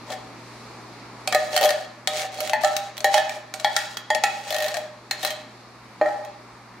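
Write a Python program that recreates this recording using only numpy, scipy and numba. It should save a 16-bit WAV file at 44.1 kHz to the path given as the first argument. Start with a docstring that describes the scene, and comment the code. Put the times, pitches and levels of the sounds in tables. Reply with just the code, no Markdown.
"""A small kitchen: over fridge hum and room noise, a steel spoon knocks and scrapes in an open tin can.
Each contact ticks and rings the air column, two low wall modes that shift with grip and sauce, and many
thin high modes; scrapes drive the can by stick-slip. At the end the can is set down on a board.
The room echoes it all, and the nearby camera's slow gain control backs off while it is loud."""
import sys
import numpy as np
from scipy import signal
from scipy.fft import rfft, irfft
from scipy.io import wavfile
from scipy.ndimage import uniform_filter1d
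from numba import njit

SR = 44100
rng = np.random.default_rng(int(sys.argv[2]) if len(sys.argv) > 2 else 0)


def bounce(signal):
    """Save signal as a 16-bit WAV file at the path given by the first command-line argument."""
    frames = np.transpose(np.atleast_2d(signal))
    limited = np.clip(frames, -1, 1)
    pcm = np.round(limited * 32767).astype(np.int16)
    wavfile.write(sys.argv[1], SR, pcm)


N = 299879


def undb(db):
    return 10 ** (np.asarray(db) / 20)


def unit(x):
    return x / np.sqrt(np.mean(x ** 2))


def steady(value):
    return np.full(N, float(value))


def band(x, lo_hz, hi_hz):
    sos = signal.butter(2, [lo_hz, min(hi_hz, .45 * SR)], "bandpass", fs=SR, output="sos")
    return signal.sosfilt(sos, x)


def walk(rate_hz):
    """Smooth random drift of unit rms."""
    hold = int(SR / rate_hz)
    steps = np.repeat(rng.standard_normal(N // hold + 1), hold)
    return unit(uniform_filter1d(uniform_filter1d(steps, hold), hold)[:N])


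def blows(times, size):
    """An impulse of the given size at each time."""
    x = np.zeros(N)
    x[(np.asarray(times) * SR).astype(int)] = size
    return x


def held(times, values):
    """Each value holds from its time until the next."""
    return values[np.maximum(np.searchsorted(times * SR, np.arange(N), "right") - 1, 0)]


@njit
def ring(x, hz, t60):
    """One mode whose pitch and damping may move; a unit blow gives a decaying unit sine."""
    y, z = np.empty(len(x)), 0j
    for i in range(len(x)):
        z = z * np.exp((2j * np.pi * hz[i] - np.log(1000.) / t60[i]) / SR) + x[i] + 1e-18
        y[i] = z.imag
    return y


def room_tone():
    """Fan and air noise, centred in the bass and wide on top; each octave flickers a little."""
    # noise spectrum: f/Hz, relative level/dB
    spectrum = [(20, -40), (35, -26), (53, -13), (80, -21), (120, -17.5), (200, -5.5), (330, -7),
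                (575, -11.5), (911, -7.5), (1230, -8), (1500, -15), (2300, -14.5), (3100, -24.5),
                (4300, -18), (5570, -23.5), (8000, -31), (11600, -36.5), (14500, -48), (16000, -58)]
    # likeness of left and right: f/Hz, correlation/0-1
    correlation = [(60, 0.97), (500, 0.89), (2000, 0.68), (6000, 0), (16000, 0)]
    hz = np.maximum(np.fft.rfftfreq(N, 1 / SR), 1)

    def curve(points):
        f, value = np.transpose(points)
        return np.interp(np.log(hz), np.log(f), value)

    shape, alike = undb(curve(spectrum)), curve(correlation)
    mid, side = rfft(rng.standard_normal((2, N)))
    stereo = shape * (np.sqrt(1 + alike) * mid + np.sqrt(1 - alike) * np.array([side, -side]))
    noise = 0
    for octave in range(4, 15):
        share = np.clip(1 - np.abs(np.log2(hz) - octave), 0, 1)
        noise += irfft(stereo * share, N) * undb(walk(8.5))
    return unit(noise) * undb(-41)


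def fridge():
    """Two hum lines that waver slightly in level."""
    # hum lines: f/Hz, rms level/dB
    lines = [(120, -49.5), (240, -55.5)]
    t = np.arange(N) / SR
    return sum(np.sqrt(2) * undb(db + 0.31 * walk(6)) * np.sin(2 * np.pi * f * t) for f, db in lines)


def slips(per_s, spread_db):
    """Stick-slip: dense clicks of very uneven size."""
    when, strength, polarity = rng.random((3, N))
    size = undb(-spread_db * np.log(1 - strength)) * np.sign(polarity - .5)
    return unit((when < per_s / SR) * size)


def scrapes():
    """The spoon slides in strokes: fine grit feeds the rasp, a coarser rub drives the low modes."""
    # rasp envelope, one list of points a stroke: t/s, level/dB
    strokes = [
        [(.06, -58), (.125, -32.5), (.15, -53), (.2, -60)],
        [(1.3, -52), (1.4, -37), (1.5, -40.5), (1.545, -26), (1.6, -36), (1.65, -28.5), (1.72, -33.5),
         (1.85, -46.5)],
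        [(2.09, -37.5), (2.18, -25.5), (2.22, -27), (2.27, -38.5)],
        [(2.32, -37.5), (2.38, -37), (2.45, -30), (2.55, -53)],
        [(2.61, -33.5), (2.64, -34.5), (2.75, -36), (2.9, -45.5)],
        [(3.05, -38), (3.11, -38), (3.14, -24), (3.18, -24.5), (3.22, -38), (3.29, -42), (3.35, -35),
         (3.42, -53)],
        [(3.55, -45), (3.7, -40.5), (3.79, -28), (3.87, -38.5), (3.95, -42)],
        [(4.11, -73), (4.27, -36.5), (4.43, -40), (4.48, -31), (4.6, -35), (4.66, -34), (4.79, -38),
         (4.88, -52.5)],
        [(5.12, -35), (5.17, -46), (5.21, -34), (5.245, -27.5), (5.28, -29), (5.35, -44), (5.42, -48)],
        [(6.02, -53), (6.07, -43.5), (6.22, -54)],
    ]
    # each stroke's rub over its rasp: level/dB
    rub_boosts = [9, 4, 0.5, 1.5, -3, -6, -6.5, 3, -4, 17.5]
    points = []
    for stroke, boost in zip(strokes, rub_boosts):
        faded = [(stroke[0][0] - .01, -90), *stroke, (stroke[-1][0] + .02, -90)]
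        points += [(t, db, db + boost) for t, db in faded]
    times, *levels = np.transpose(points)
    rasp, push = [undb(np.interp(np.arange(N) / SR, times, db)) for db in levels]
    grit = slips(per_s=3000, spread_db=2.5)
    rub = slips(per_s=400, spread_db=3.5) * push
    return rasp, grit, rub


def contacts():
    """The spoon's single knocks, the can's landing on the board at the end, and the spoon's even clicks across
    the wall's ribs, in time order."""
    # knocks, the last three as the can is set down on the board: t/s, tick/dB, air column/dB, wall/dB, wall
    # f/Hz, wall t60/s, second wall mode/dB, air overtone/dB, clink/dB, clink f/Hz, treble over tick/dB
    knocks = [(0.1017, -45, -24.5, -21.5, 754, 0.14, -40, -38, -36, 4240, -6),
              (1.275, -12.5, -24.5, -19, 753, 0.11, -37, -46, -19, 2460, -28),
              (1.3252, -14, -23, -17.5, 724, 0.15, -25, -18.5, -25, 4430, -12),
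              (1.3473, -10.5, -7.5, -11.5, 751, 0.16, -17, -11, -14, 4090, -11),
              (1.5638, -6.5, -19, -11.5, 750, 0.18, -35, -20, -12, 4250, -4),
              (1.5764, -10, -24, -36, 722, 0.079, -40.5, -21, -11, 3090, -14),
              (1.6914, -13, -52, -32, 742, 0.14, -30, -16, -22, 4100, -3),
              (1.7054, -11, -11.5, -42, 712, 0.093, -31, -22, -37, 4010, -14),
              (2.0735, -5, -21, -18.5, 762, 0.16, -25, -20.5, -10, 3816, -13),
              (2.3864, -40, -39, -22.5, 752, 0.089, -44, -47, -26, 4260, -10),
              (2.4049, -14.5, -19, -32.5, 743, 0.18, -50, -36, -30, 2260, 1),
              (2.4748, -21, -31, -42, 760, 0.088, -50, -45, -26, 3570, -2),
              (2.4961, -15, -20, -19, 774, 0.14, -50, -45, -24, 3680, -15),
              (2.5331, -14, -12, -3, 862, 0.067, -26, -8.5, -16.5, 2560, -7),
              (2.6354, -17.5, -5.5, -11, 727, 0.14, -19, -11.5, -37, 4160, -6),
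              (2.6464, -11.5, -34, -11.5, 798, 0.34, -16.5, -15, -16, 4130, -18),
              (2.7659, -8.5, -22, -27.5, 766, 0.086, -37, -32, -14, 3840, -6.5),
              (2.9691, -24, -50, -53, 770, 0.11, -45, -54, -45, 4600, -15),
              (2.9789, -19, -36, -34, 796, 0.11, -49, -45, -26, 4070, -1),
              (3.0051, -20, -26.5, -49, 788, 0.1, -48, -50, -29, 4340, -34),
              (3.0441, -7.5, -7.5, -3.5, 793, 0.26, -34, -8.5, -25, 4300, -3),
              (3.1418, -7.5, -7, -2.5, 830.7, 0.18, -26, -14.5, -9, 2960, -26),
              (3.1794, -15, -10, -10, 780, 0.13, -29, -7.5, -15, 3760, -7),
              (3.2943, -19, -28, -25, 800, 0.1, -48, -23, -19, 2370, -8),
              (3.5395, -15.5, -26.5, -25, 774, 0.13, -40, -39, -46, 4120, -28),
              (3.5987, -19.5, -27, -27, 680, 0.057, -40, -38, -31, 4070, -22),
              (3.6456, -11.5, -14.5, -0.5, 821, 0.083, -27.5, -10.5, -9, 3270, -12),
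              (3.7644, -2.5, -23, -11.5, 818, 0.097, -22.5, -11.5, -12, 3800, -24),
              (3.9706, -14.5, -54, -27.5, 830, 0.061, -42, -26.5, -30, 3300, -7),
              (4.1031, -15, -10.5, -3, 854, 0.081, -28, -9, -15.5, 3340, -15),
              (4.1485, -9.5, -11.5, -17, 793, 0.089, -31, -14.5, -19.5, 2900, -19),
              (4.2374, -5, -29, -1, 809.5, 0.11, -18, -8.5, -17, 2590, -9),
              (4.7426, -15.5, -38, -17, 693, 0.17, -47, -20.5, -31, 3330, -16),
              (4.7691, -18.5, -15.5, -41, 820, 0.092, -51, -39, -34, 3330, -2.5),
              (5.1106, -9.5, -45, -16.5, 795, 0.045, -37, -16, -7.5, 4210, -9),
              (5.2304, -22, -40, -23.5, 732, 0.13, -46, -23, -18, 3800, 3),
              (5.249, -12.5, -20.5, -18.5, 779, 0.13, -42, -18, -10, 4040, 2),
              (5.2734, -23, -44, -32, 822, 0.094, -43.5, -26, -20, 4200, -9),
              (5.3055, -17, -22, -31, 802, 0.13, -49, -40, -19, 3180, -4),
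              (6.013, -41, -4, -9, 805.6, 0.38, -37, -17.5, -36, 4340, -10),
              (6.0594, -45, -8, -13.5, 820, 0.32, -27, -18, -43, 2200, -9),
              (6.2487, -32, -32, -30, 810, 0.39, -50, -36, -51, 2220, -4)]
    # drags over the ribs: first t/s, last t/s, then a knock's columns from tick on
    rib_runs = [(1.6112, 1.6555, -14, -13, -9.5, 747, 0.28, -37, -25, -26, 4030, 0),
                (4.5055, 4.6823, -19, -18.5, -23.5, 800.6, 0.19, -48, -21.5, -25, 3940, -2)]
    ribs = np.array([(t, *tone) for (first, last, *tone), clicks in zip(rib_runs, (6, 10))
                     for t in np.linspace(first, last, clicks)])
    # rib clicks vary in their levels and clink pitch
    ribs += rng.standard_normal(ribs.shape) * [0, 2.5, 2.5, 2.5, 0, 0, 2.5, 2.5, 2.5, 327, 0]
    rows = np.vstack([knocks, ribs])
    times, *columns = rows[np.argsort(rows[:, 0])].T
    names = "tick air wall wall_hz wall_t60 second overtone clink clink_hz treble".split()
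    return times, dict(zip(names, columns))


def modes(table, times, hit_db, friction, scatter_db):
    """A struck and rubbed mode bank; every blow lands elsewhere, so it weights and signs them anew."""
    chance = 2 * rng.random((len(times), 2 * len(table))) - 1
    sound = 0
    for k, (f, db, t60) in enumerate(table):
        size = undb(hit_db + scatter_db * chance[:, k]) * np.sign(chance[:, -1 - k])
        sound += undb(db) * ring(blows(times, size) + friction, f * (1 + 0.0039 * walk(20)), steady(t60))
    return sound


def air_column(times, hits, rub, spot):
    """The air in the can rings hollow; one overtone follows the wall pitch and the spot struck."""
    # low air modes: f/Hz, level/dB, t60/s
    hollow = [(611.9, 2, 0.27), (586.4, -10.5, 0.43), (625.3, -11, 0.36), (734, -5, 0.11)]
    # air overtones: f/Hz, level/dB, t60/s
    overtones = [(1751, 4, 0.11), (1792, -1, 0.15), (1854, 7, 0.12), (1890, -4.5, 0.012),
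                 (1970, -1.5, 0.04)]
    air = modes(hollow, times, hits["air"] - 3, undb(-28.5) * rub, scatter_db=-1.5)
    air += modes(overtones, times, hits["overtone"] - 8, undb(-39) * rub, scatter_db=4)
    overtone_hz = held(times, 2.33 * hits["wall_hz"] + 37 * spot)
    return air + ring(blows(times, undb(hits["overtone"])), overtone_hz, steady(0.09))


def wall(times, hits, rub):
    """Two low wall modes, retuned at each contact as grip and sauce shift."""
    hz, t60 = held(times, hits["wall_hz"]), held(times, hits["wall_t60"])
    first_drive = blows(times, undb(hits["wall"])) + undb(-23.5) * rub
    second_drive = blows(times, undb(hits["second"])) + undb(-52) * rub
    first = ring(first_drive, hz * (1 + 0.0032 * walk(34)), t60)
    return first + ring(second_drive, 1.66 * hz, steady(0.22))


def thin_metal(times, hits, friction):
    """Sheet and spoon ring high and thin, with a short clink pitched anew by each blow."""
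    # sheet and spoon modes: f/Hz, level/dB, t60/s
    partials = [(2255, -3, 0.056), (2300, -22, 0.036), (2550, -7.5, 0.15), (2770, -14, 0.13),
                (3020, -13, 0.055), (3105, -16.5, 0.17), (3313, -4, 0.1), (3260, -24, 0.084),
                (3610, -21, 0.13), (3900, -5, 0.044), (3995, -2, 0.063), (4360, -3, 0.081),
                (4675, -9, 0.14), (5500, -32, 0.052), (5560, -19.5, 0.11), (6220, -38, 0.075),
                (6880, -3.5, 0.046), (7100, -24, 0.04)]
    force_db = 0.47 * hits["wall"] + (1 - 0.47) * hits["tick"]
    sheet = modes(partials, times, force_db - 15.5, undb(-32) * friction, scatter_db=11)
    clink_hz = held(times, hits["clink_hz"]) * (1 + 0.015 * walk(60))
    clink = ring(blows(times, undb(hits["clink"])), clink_hz, steady(0.035))
    return band(sheet + clink, 1460, 20000)


def tick_and_rasp(times, hits, rasp, grit):
    """Steel on tin: milliseconds of broad noise per blow, a grainy rasp per stroke, partly wide."""
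    fade = np.exp(-np.arange(600) / (.003 * SR))
    grain = rasp * unit(np.convolve(np.abs(grit), fade[:200] ** 5)[:N])
    bite = np.convolve(blows(times, undb(hits["tick"])), fade)[:N] + grain
    shine = np.convolve(blows(times, undb(hits["tick"] + hits["treble"])), fade ** 2)[:N]
    shine += undb(-19.5) * grain
    mid, side = rng.standard_normal((2, N))
    noise = mid + 0.75 * np.array([side, -side])
    return bite * unit(band(noise, 1200, 7000)) + shine * unit(band(noise, 6000, 15000))


def spoon_in_can():
    """Knocks and scrapes excite the same modes; where the spoon lands shifts an overtone and the pan."""
    times, hits = contacts()
    spot, side = 2 * rng.random((len(times), 2)).T - 1
    rasp, grit, rub = scrapes()
    body = air_column(times, hits, rub, spot) + wall(times, hits, rub)
    # the low modes take a moment of push to build up, and so small a body radiates no bass
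    body = signal.lfilter([.1], [1, -.9], body)
    body = band(band(body, 480, 5000), 480, 5000) * undb(2.5)
    can = body + thin_metal(times, hits, rasp * grit) + tick_and_rasp(times, hits, rasp, grit)
    pan_db = uniform_filter1d(held(times, 0.5 + 4 * side), size=64)
    return can * undb(np.array([pan_db, -pan_db]) / 2)


def echo(x):
    """The kitchen's short stereo tail: decaying noise bands, the top octave dying first."""
    # reverb octaves: f/Hz, t60/s, level/dB
    octaves = [(344, 0.41, -1.5), (740, 0.54, -3.5), (1390, 0.7, -2), (2960, 0.57, -3.5), (5430, 0.7, -9.5),
               (10600, 0.12, 0)]
    t = np.arange(SR // 2) / SR
    tail = 0
    for f, t60, db in octaves:
        noise = band(rng.standard_normal((2, len(t))), f / np.sqrt(2), f * np.sqrt(2))
        tail += undb(db - 60 * t / t60) * np.sqrt(14 / t60 / SR) * noise
    mid = tail.mean(0)
    narrowed = 1.134 * mid + 0.55 * (tail - mid)
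    onset = np.minimum(t / 0.00078, 1)
    return signal.fftconvolve(x[None], narrowed * onset, axes=1)[:, :N]


def set_down(at_s):
    """The can's base thumps the board and both ring."""
    # board and can base modes: f/Hz, level/dB, t60/s
    thud = [(321, -26, 0.27), (403, -19.5, 0.048), (445, -20.5, 0.066), (543, -45, 0.087),
            (1004, -23, 0.072), (1220, -22, 0.082), (1294, -27, 0.28), (1550, -26, 0.12),
            (2110, -33, 0.087), (2360, -24, 0.051), (3250, -31, 0.023), (4140, -23, 0.021)]
    landing = blows([at_s], 0.95)
    return band(sum(undb(db) * ring(landing, steady(f), steady(t60)) for f, db, t60 in thud), 250, 5300)


def scene():
    direct = spoon_in_can() + set_down(at_s=6.013)
    return direct + echo(direct.mean(0)) + room_tone() + fridge()


@njit
def follow(x, attack_s, release_s):
    """Envelope that rises and falls at its own rates."""
    y, level = np.empty(len(x)), 0.
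    for i in range(len(x)):
        level += (x[i] - level) / (SR * (attack_s if x[i] > level else release_s))
        y[i] = level
    return y


def record(dry):
    """Slow gain control ducks loud stretches and recovers over seconds; peaks round off, the top is cut."""
    loudness = follow(np.abs(dry).mean(0), attack_s=.5, release_s=2.5)
    gain = np.minimum(undb(-38.5) / (loudness + 1e-9), 1) ** 0.23
    rounded = 0.69 * np.tanh(dry * gain / 0.79)
    return signal.sosfilt(signal.ellip(8, .2, 70, 15900, fs=SR, output="sos"), rounded)


dry = scene()
out = record(dry)
bounce(out)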